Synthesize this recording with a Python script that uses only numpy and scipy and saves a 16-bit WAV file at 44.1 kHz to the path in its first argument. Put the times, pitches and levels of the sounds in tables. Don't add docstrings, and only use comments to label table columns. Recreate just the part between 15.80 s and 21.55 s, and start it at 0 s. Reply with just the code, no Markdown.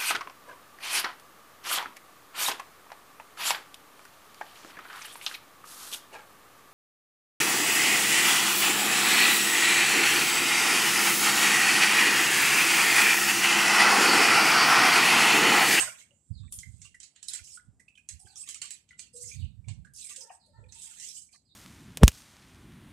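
import sys
import numpy as np
from scipy import signal
from scipy.fft import rfft, irfft, next_fast_len
from scipy.io import wavfile
from scipy.ndimage import map_coordinates

SR = 44100
rng = np.random.default_rng(int(sys.argv[2]) if len(sys.argv) > 2 else 0)


def put_to_file(sound):
    columns = np.atleast_2d(sound).T
    safe = np.clip(columns, -1, 1)
    whole_steps = np.round(safe * 32767)
    wavfile.write(sys.argv[1], SR, whole_steps.astype(np.int16))


N = 253575

# frequency in Hz, relative gain in dB.
KNOCK_COLOUR = [(300, -13.5), (700, -15), (1200, -11), (2000, 6.5), (3000, 11), (4500, 5.5), (7000, -59.5)]
# frequency in Hz, relative gain in dB.
HISS_COLOUR = [(1760, -38.5), (3000, -31), (5000, -11), (6800, -6.5), (7920, -2), (9200, -7), (14100, -29)]


def amp(db):
    return 10 ** (np.asarray(db) / 20)


def unit(x):
    return x / np.sqrt(np.mean(x ** 2) + 1e-20)


def along(points, hz):
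    f, v = np.transpose(points)
    return np.interp(np.log(hz + 1), np.log(f + 1), v)


def curves(rows):
    s, *columns = np.transpose(rows)
    return [np.interp(np.arange(N) / SR, s, column) for column in columns]


def wobble(rate, size):
    knots = rng.standard_normal(int(size * rate / SR) + 4)
    return map_coordinates(knots, [np.arange(size) * rate / SR])


def coloured(x, spectrum):
    size = x.shape[-1]
    m = 2 * next_fast_len(size // 2 + 2048)
    gain = amp(along(spectrum, np.fft.rfftfreq(m, 1 / SR)))
    cepstrum = irfft(np.log(gain + 1e-6))
    cepstrum[1:m // 2] *= 2
    cepstrum[m // 2 + 1:] = 0
    response = np.exp(rfft(cepstrum))
    return irfft(rfft(x, m) * response, m)[..., :size]


def panned(lean_db):
    g = amp(np.array([lean_db, -lean_db]).reshape(2, -1) / 2)
    return g / np.sqrt(np.mean(g ** 2, axis=0))


def add(track, s, sound):
    start = max(round(s * SR), 0)
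    track[:, start:start + sound.shape[-1]] += sound[..., :max(N - start, 0)]


def yard(x, wet_db, stretch=1):
    # frequency in Hz, time in seconds to fall 60 dB when stretch is 1.
    decay = [(300, 0.67), (1300, 0.42), (3500, 0.38), (8000, 0.27), (13000, 0.42)]
    hz, t, z = signal.stft(rng.standard_normal((2, SR // 2)), SR, nperseg=256)
    t60 = stretch * along(decay, hz)[:, None]
    tail = signal.istft(z * amp(-60 * t / t60), SR, nperseg=256)[1]
    response = amp(wet_db) * tail / np.linalg.norm(tail[0])
    response[:, 0] += 1
    return signal.fftconvolve(np.atleast_2d(x), response / np.hypot(1, amp(wet_db)), axes=1)


def patchy(x, depth_db, width_hz, span):
    hz, t, z = signal.stft(x, SR, nperseg=256)
    grid = np.meshgrid(hz / width_hz, t / span, indexing="ij")
    knots = rng.standard_normal((int(hz[-1] / width_hz) + 3, int(t[-1] / span) + 3))
    gain = amp(depth_db * map_coordinates(knots, grid))
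    return signal.istft(z * gain, SR, nperseg=256)[1][..., :x.shape[-1]]


def crackle(rate, spread_db, smooth):
    signs = (rng.random(N) < rate / SR) * rng.choice([-1, 1], N)
    snaps = signs * amp(spread_db * np.minimum(rng.exponential(size=N), 4))
    return unit(yard(snaps, wet_db=13, stretch=0.55)[:, :N]) + smooth * rng.standard_normal((2, N))


def noisy_glide(length, hz_from, hz_to, width):
    u = np.linspace(0, 1, int(length * SR))
    phase = 2 * np.pi * np.cumsum(hz_from * (hz_to / hz_from) ** u) / SR
    band = wobble(width * hz_from, len(u)) * np.sin(phase) + wobble(width * hz_from, len(u)) * np.cos(phase)
    sputter = amp(3.5 * wobble(130, len(u)))
    return unit(band * sputter * signal.windows.tukey(len(u), .3))


def clatter():
    # frequency in Hz, relative gain in dB.
    top_colour, body_colour = [(2060, -38.5), (3500, -35), (4090, -29), (5660, -21), (6320, -25),
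                               (7790, -14.5), (9770, -23), (10400, -31.5), (12000, -28), (12900, -41.5),
                               (14000, -37)], [(210, -18.5), (350, -42), (600, -12.5), (921, -20.5),
                                                    (1050, -15), (1310, -17), (1430, -10.5), (2710, -10.5),
                                                    (2930, -13), (3800, -24), (4940, -49.5), (8360, -120)]
    # frequency in Hz, relative level in dB, time to fall 60 dB in seconds.
    modes = [(1055, -3, 0.16), (1290, -9.5, 0.34), (1387, -2, 0.35), (1510, -12.5, 0.099), (1970, -5, 0.43),
             (3020, 1, 0.1), (6550, 3, .22), (7300, 4.5, 0.27), (7560, -2.5, .25), (8360, -4, 0.32),
             (8060, -2, .3), (9100, 0.5, 0.16), (9600, -2, 0.33)]
    top_db, top_db_per_s = -24, 192
    body_db, body_db_per_s = -31, 164
    ring_db = -23
    t = np.arange(N) / SR
    top = unit(patchy(coloured(crackle(1500, 3.4, 0.86), top_colour), 5.9, 250, 0.098))
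    top = top * amp(top_db - top_db_per_s * t)
    body = unit(patchy(coloured(crackle(900, 3.2, .3), body_colour), 4.5, 250, .022))
    body = body * amp(body_db - body_db_per_s * t)
    ring, t = 0, t[:SR]
    for hz, db, t60 in modes:
        phase = 2 * np.pi * (hz * t + rng.random((2, 1))) + 0.36 * wobble(87, SR)
        ring = ring + amp(db - 60 * t / t60) * np.sin(phase)
    out = top * panned(-6.0) + body * panned(-3.1)
    add(out, 0, amp(ring_db) * ring / np.abs(ring).max() * panned(-14))
    return out


def air(shared=4.6):
    # frequency in Hz, relative gain in dB.
    air_colour = [(25, -35), (55, 5), (90, 3.5), (230, -1.5), (380, -14), (1100, -25.5), (2500, -28.5),
                  (6500, -31.5), (7900, -22.5), (9400, -30), (14000, -44)]
    # time in seconds, change of level in dB.
    fade = [(5.35, 0), (5.6, -3)]
    noise = rng.standard_normal((2, N)) + shared * rng.standard_normal(N)
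    noise = patchy(noise, 3.5, 700, .15)
    level_db = -73 + curves(fade)[0] + 0.39 * wobble(8.7, N)
    return amp(level_db) * unit(coloured(noise, air_colour))


def far_hiss(lean_db=-17):
    # time in seconds, mean level in dB.
    envelope = [(0, -72.5), (0.6, -73), (1.9, -82), (3.75, -87), (4.75, -82.5), (5.75, -86)]
    # frequency in Hz, relative gain in dB.
    far_colour = [(3000, -37), (6300, -17.5), (7800, -0.5), (8600, -7.5), (10000, -30), (14000, -44)]
    level_db, = curves(envelope)
    noise = patchy(coloured(rng.standard_normal((2, N)), far_colour), 3.5, 600, .06)
    return amp(level_db + 1.0 * wobble(35, N)) * unit(noise) * panned(lean_db)


def drips(attack=0.0037, splat_db=-18):
    # start in seconds, peak level before panning in dB, bubble pitch in Hz,
    # left minus right in dB, spray level relative to the bubble in dB.
    drops = [(0.026, -31.5, 1036, -8, -14), (0.073, -35, 1446, -6, -28), (0.098, -41, 2310, -6.5, -23.5),
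             (0.212, -49.5, 2126, -15, -16), (0.231, -53, 2226, -8.5, -18), (0.3054, -56, 2850, -20, -27),
             (0.829, -38, 2090, -15, -25), (1.051, -43, 2737, -14, -13.5), (1.143, -42.5, 1950, -8, -19.5),
             (1.6713, -48, 2860, -25, -7), (1.7722, -42.5, 1458, -9.5, -32.5),
             (1.996, -47, 2020, -12.5, -16), (2.08, -44, 2596, -13, -27.5), (2.152, -51, 3050, -9.5, -21),
             (2.174, -44, 2475, -12.5, -23.5), (2.4537, -59, 3100, -32, -24),
             (2.468, -50.5, 1570, -36.5, -20), (2.506, -61, 2650, -22, -21), (2.575, -62, 3600, -21, -24),
             (2.612, -58, 3160, -5, -24), (2.6333, -48, 2560, -26, -19), (3.1063, -42.5, 1995, -7, -28),
             (3.269, -53.5, 2740, -12.5, -17), (3.438, -54, 2130, -8.5, -21), (3.4964, -57, 2160, -10, -26),
             (3.5126, -40.5, 2387, -14, -27), (3.536, -47.5, 2440, -10, -24), (3.6226, -52, 2920, -24, -32),
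             (3.6504, -49.5, 2903, -33, -36), (3.8418, -58.5, 2270, -22.5, -28),
             (4.0469, -44.5, 1602, -24, -22.5), (4.071, -51.5, 1650, -5, -36),
             (4.2453, -47.5, 2360, -22.5, -23), (4.8376, -57, 2360, -20, -27),
             (5.0694, -56, 2276, -11, -22), (5.488, -61, 2330, -20.5, -22)]
    satellite_db, satellite_spread, satellite_s = -15, .2, .025
    echo_db, echo_s = -11, .021
    out, t = np.zeros((2, N)), np.arange(SR // 12) / SR

    def bubble(hz, delay, t60):
        age = np.maximum(t - delay, 0)
        pitch = hz * np.exp(.036 * wobble(900, len(t)))
        onset = 1 - np.exp(-(age / attack) ** 2)
        return np.sin(2 * np.pi * np.cumsum(pitch) / SR) * amp(-60 * age / t60) * onset

    for s, db, hz, lean_db, spray_db in drops:
        bubbles = bubble(hz, 0, .038) * amp(2.3 * wobble(400, len(t)))
        for _ in range(3):
            small_hz = hz * np.exp(rng.normal(0, satellite_spread))
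            bubbles += amp(satellite_db) * bubble(small_hz, satellite_s * rng.random() ** 2, .025)
        slap = amp(splat_db) * coloured(rng.standard_normal(len(t)) * amp(-60 * t / 0.023), KNOCK_COLOUR)
        spray = unit(coloured(rng.standard_normal(len(t)), HISS_COLOUR)) * amp(spray_db - 60 * t / 0.1)
        echo = amp(echo_db) * bubble(hz, echo_s, .035)
        splash = (slap + spray) * (1 - np.exp(-t / attack))
        plink = yard(bubbles + echo + splash, wet_db=-5, stretch=0.7)
        add(out, s, amp(db) * plink / np.abs(plink).max() * panned(lean_db))
    return out


def squeaky(x, centre_hz):
    peak_db, width_octaves = 8, .16
    hz, t, z = signal.stft(x, SR, nperseg=256)
    centre = np.interp(t * SR, np.arange(len(centre_hz)), centre_hz)
    octaves = np.log2((hz[:, None] + 1) / centre)
    gain = amp(peak_db * np.exp(-.5 * (octaves / width_octaves) ** 2))
    return unit(signal.istft(z * gain, SR, nperseg=256)[1][:, :x.shape[-1]])


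def cloth():
    # start in seconds, swell in seconds, hold in seconds, hiss level in dB, rasp level in dB,
    # squeak in Hz at the start, squeak in Hz at the end of the hold.
    strokes = [(0.171, 0.015, 0.023, -54.5, -58.5, 7060, 6530), (0.847, 0.011, 0.16, -65, -81, 7700, 7300),
               (1.63, 0.015, 0.11, -49, -67.5, 5760, 8240), (2.389, 0.0027, 0.011, -52, -77, 8600, 9100),
               (2.445, 0.021, 0.055, -61, -79, 8500, 7640), (2.553, 0.022, 0.042, -45, -66, 6330, 8200),
               (2.656, 0.022, 0.016, -51.5, -50.5, 6000, 6900),
               (3.327, 0.038, 0.043, -48.5, -95, 9200, 6500), (3.404, 0.011, 0.078, -42, -73.5, 8350, 6550),
               (3.48, 0.0096, 0.14, -68.5, -65, 6000, 7700), (4.136, 0.052, 0.082, -43.5, -62, 5560, 8500),
               (4.286, 0.0037, 0.02, -45, -53.5, 7360, 7000), (4.358, 0.0032, 0.0083, -45, -60, 7900, 7550),
               (4.403, 0.0032, 0.0092, -46.5, -60, 8040, 5900), (4.502, 0.022, 0.012, -57, -77, 7800, 8420),
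               (4.882, .003, .008, -67, -78, 8100, 7900), (4.919, 0.042, 0.052, -51, -59.5, 7040, 8200),
               (5.024, 0.0053, 0.038, -48.5, -64, 8240, 7660), (5.077, 0.025, 0.12, -52, -62, 7700, 6950),
               (5.195, 0.05, 0.066, -45, -57, 7000, 5700), (5.325, 0.042, 0.015, -42.5, -67, 7400, 7460),
               (5.41, 0.0079, 0.013, -61, -82, 7450, 7300), (5.508, 0.02, 0.011, -59.5, -84, 9800, 6200)]
    # frequency in Hz, relative gain in dB.
    rasp_colour = [(500, -15.5), (1100, -32), (1800, -19), (2600, -3), (3800, -2.5), (6000, -17.5)]
    slips_per_s, slip_s, slip_size = 45, .006, .55
    swell_db, release_db_per_s, grab_s = 15.5, 267, 0.01
    rasp_growth = 2.5
    jerks = (rng.random(N) < slips_per_s / SR) * rng.uniform(.3, 1, N)
    grip = 1 + slip_size * signal.lfilter([1], [1, -np.exp(-1 / (slip_s * SR))], jerks)
    hiss = unit(grip * patchy(coloured(crackle(900, 3.8, .3), HISS_COLOUR), 2.5, 550, .02))
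    rasp = unit(grip * patchy(coloured(crackle(500, 3.3, .3), rasp_colour), 4, 300, .025))
    out = np.zeros((2, N))
    for s, swell_s, hold_s, hiss_db, rasp_db, hz_from, hz_to in strokes:
        span = np.arange(round(s * SR), min(round(s * SR) + SR // 2, N))
        t = (span - span[0]) / SR
        squeak_hz = hz_from * (hz_to / hz_from) ** np.clip(t / (swell_s + hold_s), 0, 1)
        pull_db = -swell_db * np.clip(1 - t / swell_s, 0, 1)
        release = amp(-release_db_per_s * np.maximum(t - swell_s - hold_s, 0))
        contact = np.clip(t / grab_s, 0, 1) * release
        add(out, s, contact * amp(hiss_db + pull_db) * squeaky(hiss[:, span], squeak_hz) * panned(-6.5))
        add(out, s, contact * amp(rasp_db + rasp_growth * pull_db) * rasp[:, span] * panned(-6.5))
    return out


def note(length, hz_from, hz_to, waver, partials, flutter_db):
    u = np.linspace(0, 1, int(length * SR))
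    pitch = hz_from * (hz_to / hz_from) ** u * (1 + waver * wobble(170, len(u)))
    phase = 2 * np.pi * np.cumsum(pitch) / SR
    tone = sum(amp(db + flutter_db * wobble(50, len(u))) * np.sin(round(k) * phase) for k, db in partials)
    return unit(tone * signal.windows.tukey(len(u), .5))


def birds():
    # start in seconds, length in seconds, level in dB.
    chirp_rows = [(0.524, 0.094, -64), (2.47, 0.1, -69.5), (3.546, 0.087, -65), (4.586, 0.073, -67.5),
                  (4.719, 0.073, -78.5), (5.647, 0.068, -68.5)]
    # start in seconds, length in seconds, central pitch in Hz, level in dB,
    # waver as a share of the pitch.
    tone_rows = [(0.305, 0.049, 573, -74, 0.044), (2.445, 0.015, 386, -67, 0.042),
                 (3.33, 0.12, 488.6, -57, 0.02), (3.45, 0.059, 479.5, -70.5, 0.048),
                 (4.361, 0.13, 519.5, -66, 0.064), (4.655, 0.092, 557, -74.5, 0.068),
                 (4.773, 0.11, 541, -68, 0.12)]
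    # start in seconds, length in seconds, level in dB.
    crow_rows = [(4.388, 0.13, -64.5), (4.725, 0.1, -65), (4.92, 0.21, -74.5)]
    # harmonic number, relative level in dB.
    throat = [(2, 2.5), (3, -7.5), (4, -6.5)]
    chirp_hz, octaves_per_s = 5020, 6.2
    crow_hz = 454.4
    out = np.zeros((2, N))
    for s, length, db in chirp_rows:
        end_hz = chirp_hz / 2 ** (octaves_per_s * length)
        chirp = yard(noisy_glide(length, chirp_hz, end_hz, .16), wet_db=5, stretch=1.1)
        add(out, s, amp(db) * patchy(chirp, 3.5, 350, .025) * panned(-9.0))
    for s, length, hz, db, waver in tone_rows:
        tone = yard(note(length, hz, hz, waver, [(1, 0)], 2.5), wet_db=-5, stretch=0.55)
        add(out, s, amp(db) * tone)
    for s, length, db in crow_rows:
        syllable = yard(note(length, crow_hz, crow_hz, .036, throat, 4), wet_db=6, stretch=1.2)
        add(out, s, amp(db) * syllable)
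    return out


def puffs(ragged=0.46):
    # centre in seconds, level in dB, standard deviation of the bell-shaped envelope in seconds.
    puff_rows = [(0.51, -25, 0.004), (0.525, -36.5, 0.0049), (0.614, -34, 0.01), (0.651, -35, 0.01),
                 (0.782, -38.5, 0.0056), (0.887, -39, 0.018), (0.944, -33.5, 0.0061), (1.034, -50, 0.03),
                 (1.616, -46.5, 0.006), (1.889, -45, 0.012), (2.343, -44, 0.02), (2.456, -46.5, 0.0091),
                 (3.461, -48, 0.028), (3.596, -31.5, 0.028), (3.643, -27, 0.013), (3.79, -38, 0.0087),
                 (3.877, -23.5, 0.0035), (3.903, -31, 0.018), (3.988, -33, 0.0038), (4.793, -45, 0.012),
                 (4.836, -50, 0.065)]
    # frequency in Hz, relative gain in dB.
    eddy_colour = [(25, -29.5), (55, 12), (150, 5), (240, -7.5), (330, -30), (900, -43.5), (3000, -100)]
    port_hz = 90.98
    wake_db, wake_db_per_s = -15.5, 92
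    out, t = np.zeros((2, N)), np.arange(-SR // 8, SR // 3) / SR
    wake = np.clip(t * port_hz, 0, 1) * amp(wake_db - wake_db_per_s * np.abs(t))
    for s, db, length in puff_rows:
        swing = np.sin(2 * np.pi * np.cumsum(port_hz * np.exp(0.207 * wobble(121.0, len(t)))) / SR)
        eddies = unit(coloured(rng.standard_normal((2, len(t))), eddy_colour))
        gust = ragged * np.exp(-np.abs(t) / (1.38 * length))
        push = swing * np.exp(-.5 * (t / length) ** 2) + eddies * np.maximum(gust, wake)
        add(out, s + t[0], amp(db) * push * panned(-40))
    return signal.sosfilt(signal.butter(4, 50, "high", fs=SR, output="sos"), out)


def gurgle(count=1500, typical_hz=2050, spread=0.403, life_cycles=8):
    when, pitch, size = rng.random(count), rng.standard_normal(count), rng.random(count)
    t = np.arange(SR // 40) / SR
    cycles = typical_hz * np.exp(spread * 1.61 * np.tanh(pitch / 1.6))[:, None] * t
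    age = cycles / life_cycles
    grains = size[:, None] ** 2 * age * np.exp(-2 * age) * np.sin(2 * np.pi * cycles)
    index = (when * N).astype(int)[:, None] + np.arange(len(t))
    stream = np.bincount(index.ravel(), grains.ravel(), N)[:N]
    return unit(yard(stream, wet_db=18.0, stretch=0.24)[:, :N])


def squelches(wet_db=1, lean_db=-9):
    # start in seconds, length in seconds, start pitch in Hz,
    # end pitch in Hz, level in dB.
    folds = [(1.645, 0.014, 6000, 5480, -55.5), (1.697, 0.055, 5870, 4770, -56.5),
             (2.388, 0.17, 758, 830, -71.5), (2.442, 0.25, 1560, 1710, -86),
             (2.469, 0.041, 4690, 4370, -63.5), (2.555, 0.018, 5800, 5650, -49.5),
             (3.359, 0.083, 3760, 5150, -66.5), (3.47, .03, 6000, 5380, -52), (3.563, 0.1, 4630, 3700, -70),
             (3.598, 0.075, 3100, 2610, -66), (4.155, 0.096, 5610, 3275, -56.5),
             (4.194, 0.19, 2905, 1684, -64), (4.405, 0.021, 5780, 4900, -48.5),
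             (4.495, 0.02, 2790, 2280, -61), (4.886, 0.0205, 4170, 3900, -62.5),
             (4.97, 0.12, 3980, 3350, -63), (5.037, 0.054, 2700, 1896, -71),
             (5.154, 0.11, 1737, 2124, -62.5), (5.191, 0.055, 6810, 5990, -53.5),
             (5.203, 0.13, 2550, 4440, -58), (5.366, 0.02, 3156, 3160, -57.5),
             (5.529, 0.022, 4670, 4240, -59)]
    # start in seconds, length in seconds, level in dB.
    gurgles = [(0.627, 0.072, -70.5), (1.023, 0.069, -70), (1.206, 0.046, -71), (1.491, 0.14, -57),
               (2.42, 0.28, -73.5), (2.648, 0.15, -61.5), (2.807, 0.14, -59.5), (4.257, 0.1, -60.5),
               (5.016, 0.17, -68.5), (5.518, 0.053, -67.5)]
    out, bubbles = np.zeros((2, N)), gurgle()
    for s, length, hz_from, hz_to, db in folds:
        fold = yard(noisy_glide(length, hz_from, hz_to, width=.2), wet_db, stretch=0.62)
        add(out, s, amp(db) * fold * panned(lean_db))
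    for s, length, db in gurgles:
        size = int(length * SR)
        piece = bubbles[:, round(s * SR):][:, :size] * signal.windows.tukey(size, .5)
        add(out, s, amp(db) * piece * panned(lean_db))
    return out


def clicks(wet_db=4):
    # time of the crack in seconds, level of the snap in dB,
    # brightness in dB (below 0 hollow, above 0 thin and sharp), lead-in scrape in dB.
    click_rows = [(0.724, -52, 36, -18), (0.7882, -49, 2, -15), (1.0174, -54, -1.5, -23),
                  (1.0488, -59, -5.5, 2), (1.2017, -54.5, -4, -24), (1.2307, -54, -5, -17),
                  (1.361, -64, -12.5, -8), (1.428, -51, -3.5, -22), (1.4844, -41.5, 0, -15),
                  (1.5348, -41.5, -4, -15.5), (1.551, -48, -2, -8), (2.289, -45.5, -2, -27),
                  (2.558, -56, 10, -10), (2.6888, -44, -2.5, -21), (2.7448, -48, -6.5, -27),
                  (2.817, -43, -9.5, -27), (2.857, -53, -9, -7), (2.9065, -46, -5, -18),
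                  (3.0902, -69.5, -12.5, -10), (3.1933, -48, -5.5, -11), (3.364, -61, 25, -11),
                  (3.8847, -55.5, -12, -16), (4.137, -69, 56, -24), (4.162, -60, 40, -18),
                  (4.3617, -50, -3, -10), (4.663, -80, 63, -3), (4.923, -55.5, -2, -15),
                  (5.0192, -52.5, 14.5, -12), (5.199, -51.5, -4, -10)]
    # frequency in Hz, relative gain in dB.
    snap_colour, edge_colour = [(1470, -48.5), (2500, -9.5), (2910, -6), (3320, -2.5), (4200, -8),
                                (5390, -1), (8040, 10), (11500, -32), (12000, -19), (15600, -74),
                                (22000, -120)], [(7000, -30.5), (9000, 7.5), (10500, 0.5), (12000, -6.5),
                                              (14000, -25)]
    base_body_db, base_edge_db = -12.5, -11
    edge_per_brightness, edge_per_force, firm_db = 0.67, 0.95, -46.5
    scrape_s, snap_t60_s = 0.0054, 0.027
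    spike_db, spike_s = -4, 0.00072
    chatter_db, chatter_db_per_s, chatter_s = -12.5, 215, 0.044
    out, t = np.zeros((2, N)), np.arange(-SR // 50, SR // 20) / SR

    def level(part):
        return part / np.std(part[:, :len(t)])

    def tick(delay):
        return (t >= delay) * amp(-60 * np.abs(t - delay) / snap_t60_s)

    scrape = (t < 0) * np.exp(-np.abs(t) / scrape_s)
    spike = (t >= 0) * amp(spike_db) * np.exp(-np.abs(t) / spike_s)
    for s, db, bright_db, scrape_db in click_rows:
        delays = rng.uniform(0, chatter_s, size=4)
        chatter = sum(amp(chatter_db - chatter_db_per_s * delay) * tick(delay) for delay in delays)
        envelope = amp(scrape_db) * scrape + tick(0) + chatter + spike
        crack = yard(rng.standard_normal(len(t)) * envelope, wet_db, stretch=0.68)
        crack = patchy(crack, 2.5, 400, .02)
        snap = level(coloured(crack, snap_colour)) * panned(-7)
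        body = level(coloured(crack, KNOCK_COLOUR)) * panned(-9)
        edge = level(coloured(crack, edge_colour))
        body_db = base_body_db - bright_db
        edge_db = base_edge_db + edge_per_brightness * bright_db + edge_per_force * (db - firm_db)
        add(out, s + t[0], amp(db) * (snap + amp(body_db) * body + amp(edge_db) * edge))
    return out


def knocks():
    # start in seconds, level in dB before a common lift of 5.5 dB.
    blows = [(2.69, -71), (2.82, -51.5), (3.883, -45), (4.502, -37.5), (4.523, -50), (5.535, -63)]
    # frequency in Hz, mean relative level in dB, time to fall 60 dB in seconds.
    modes = [(680, -2, 0.021), (858, -9, 0.052), (1043, -7.5, 0.022), (1760, -20.5, 0.096)]
    out, t = np.zeros((2, N)), np.arange(SR // 10) / SR
    for s, db in blows:
        ring = 0
        for hz, mode_db, t60 in modes:
            decay = amp(mode_db + rng.normal(0, 0.64) - 60 * t / t60)
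            ring = ring + decay * np.sin(2 * np.pi * hz * t + 1.7 * wobble(215, len(t)))
        soft_ring = ring * (1 - np.exp(-t / 0.0036))
        add(out, s, amp(db + 5.5) * yard(soft_ring, wet_db=-2.5, stretch=0.64))
    return out


def scene():
    handling = clatter() + clicks() + cloth() + squelches()
    return handling + drips() + knocks() + puffs() + birds() + air() + far_hiss()


def record(dry):
    # frequency in Hz, left minus right in dB.
    ports = [(2000, 3.5), (4000, -1), (8000, -5.5), (11500, 4.5)]
    top_hz = 14300
    m = next_fast_len(N + SR // 2)
    hz = np.fft.rfftfreq(m, 1 / SR)
    return irfft(rfft(dry, m) * panned(along(ports, hz)) * (hz < top_hz), m)[:, :N]


dry = scene()
out = record(dry)
put_to_file(out)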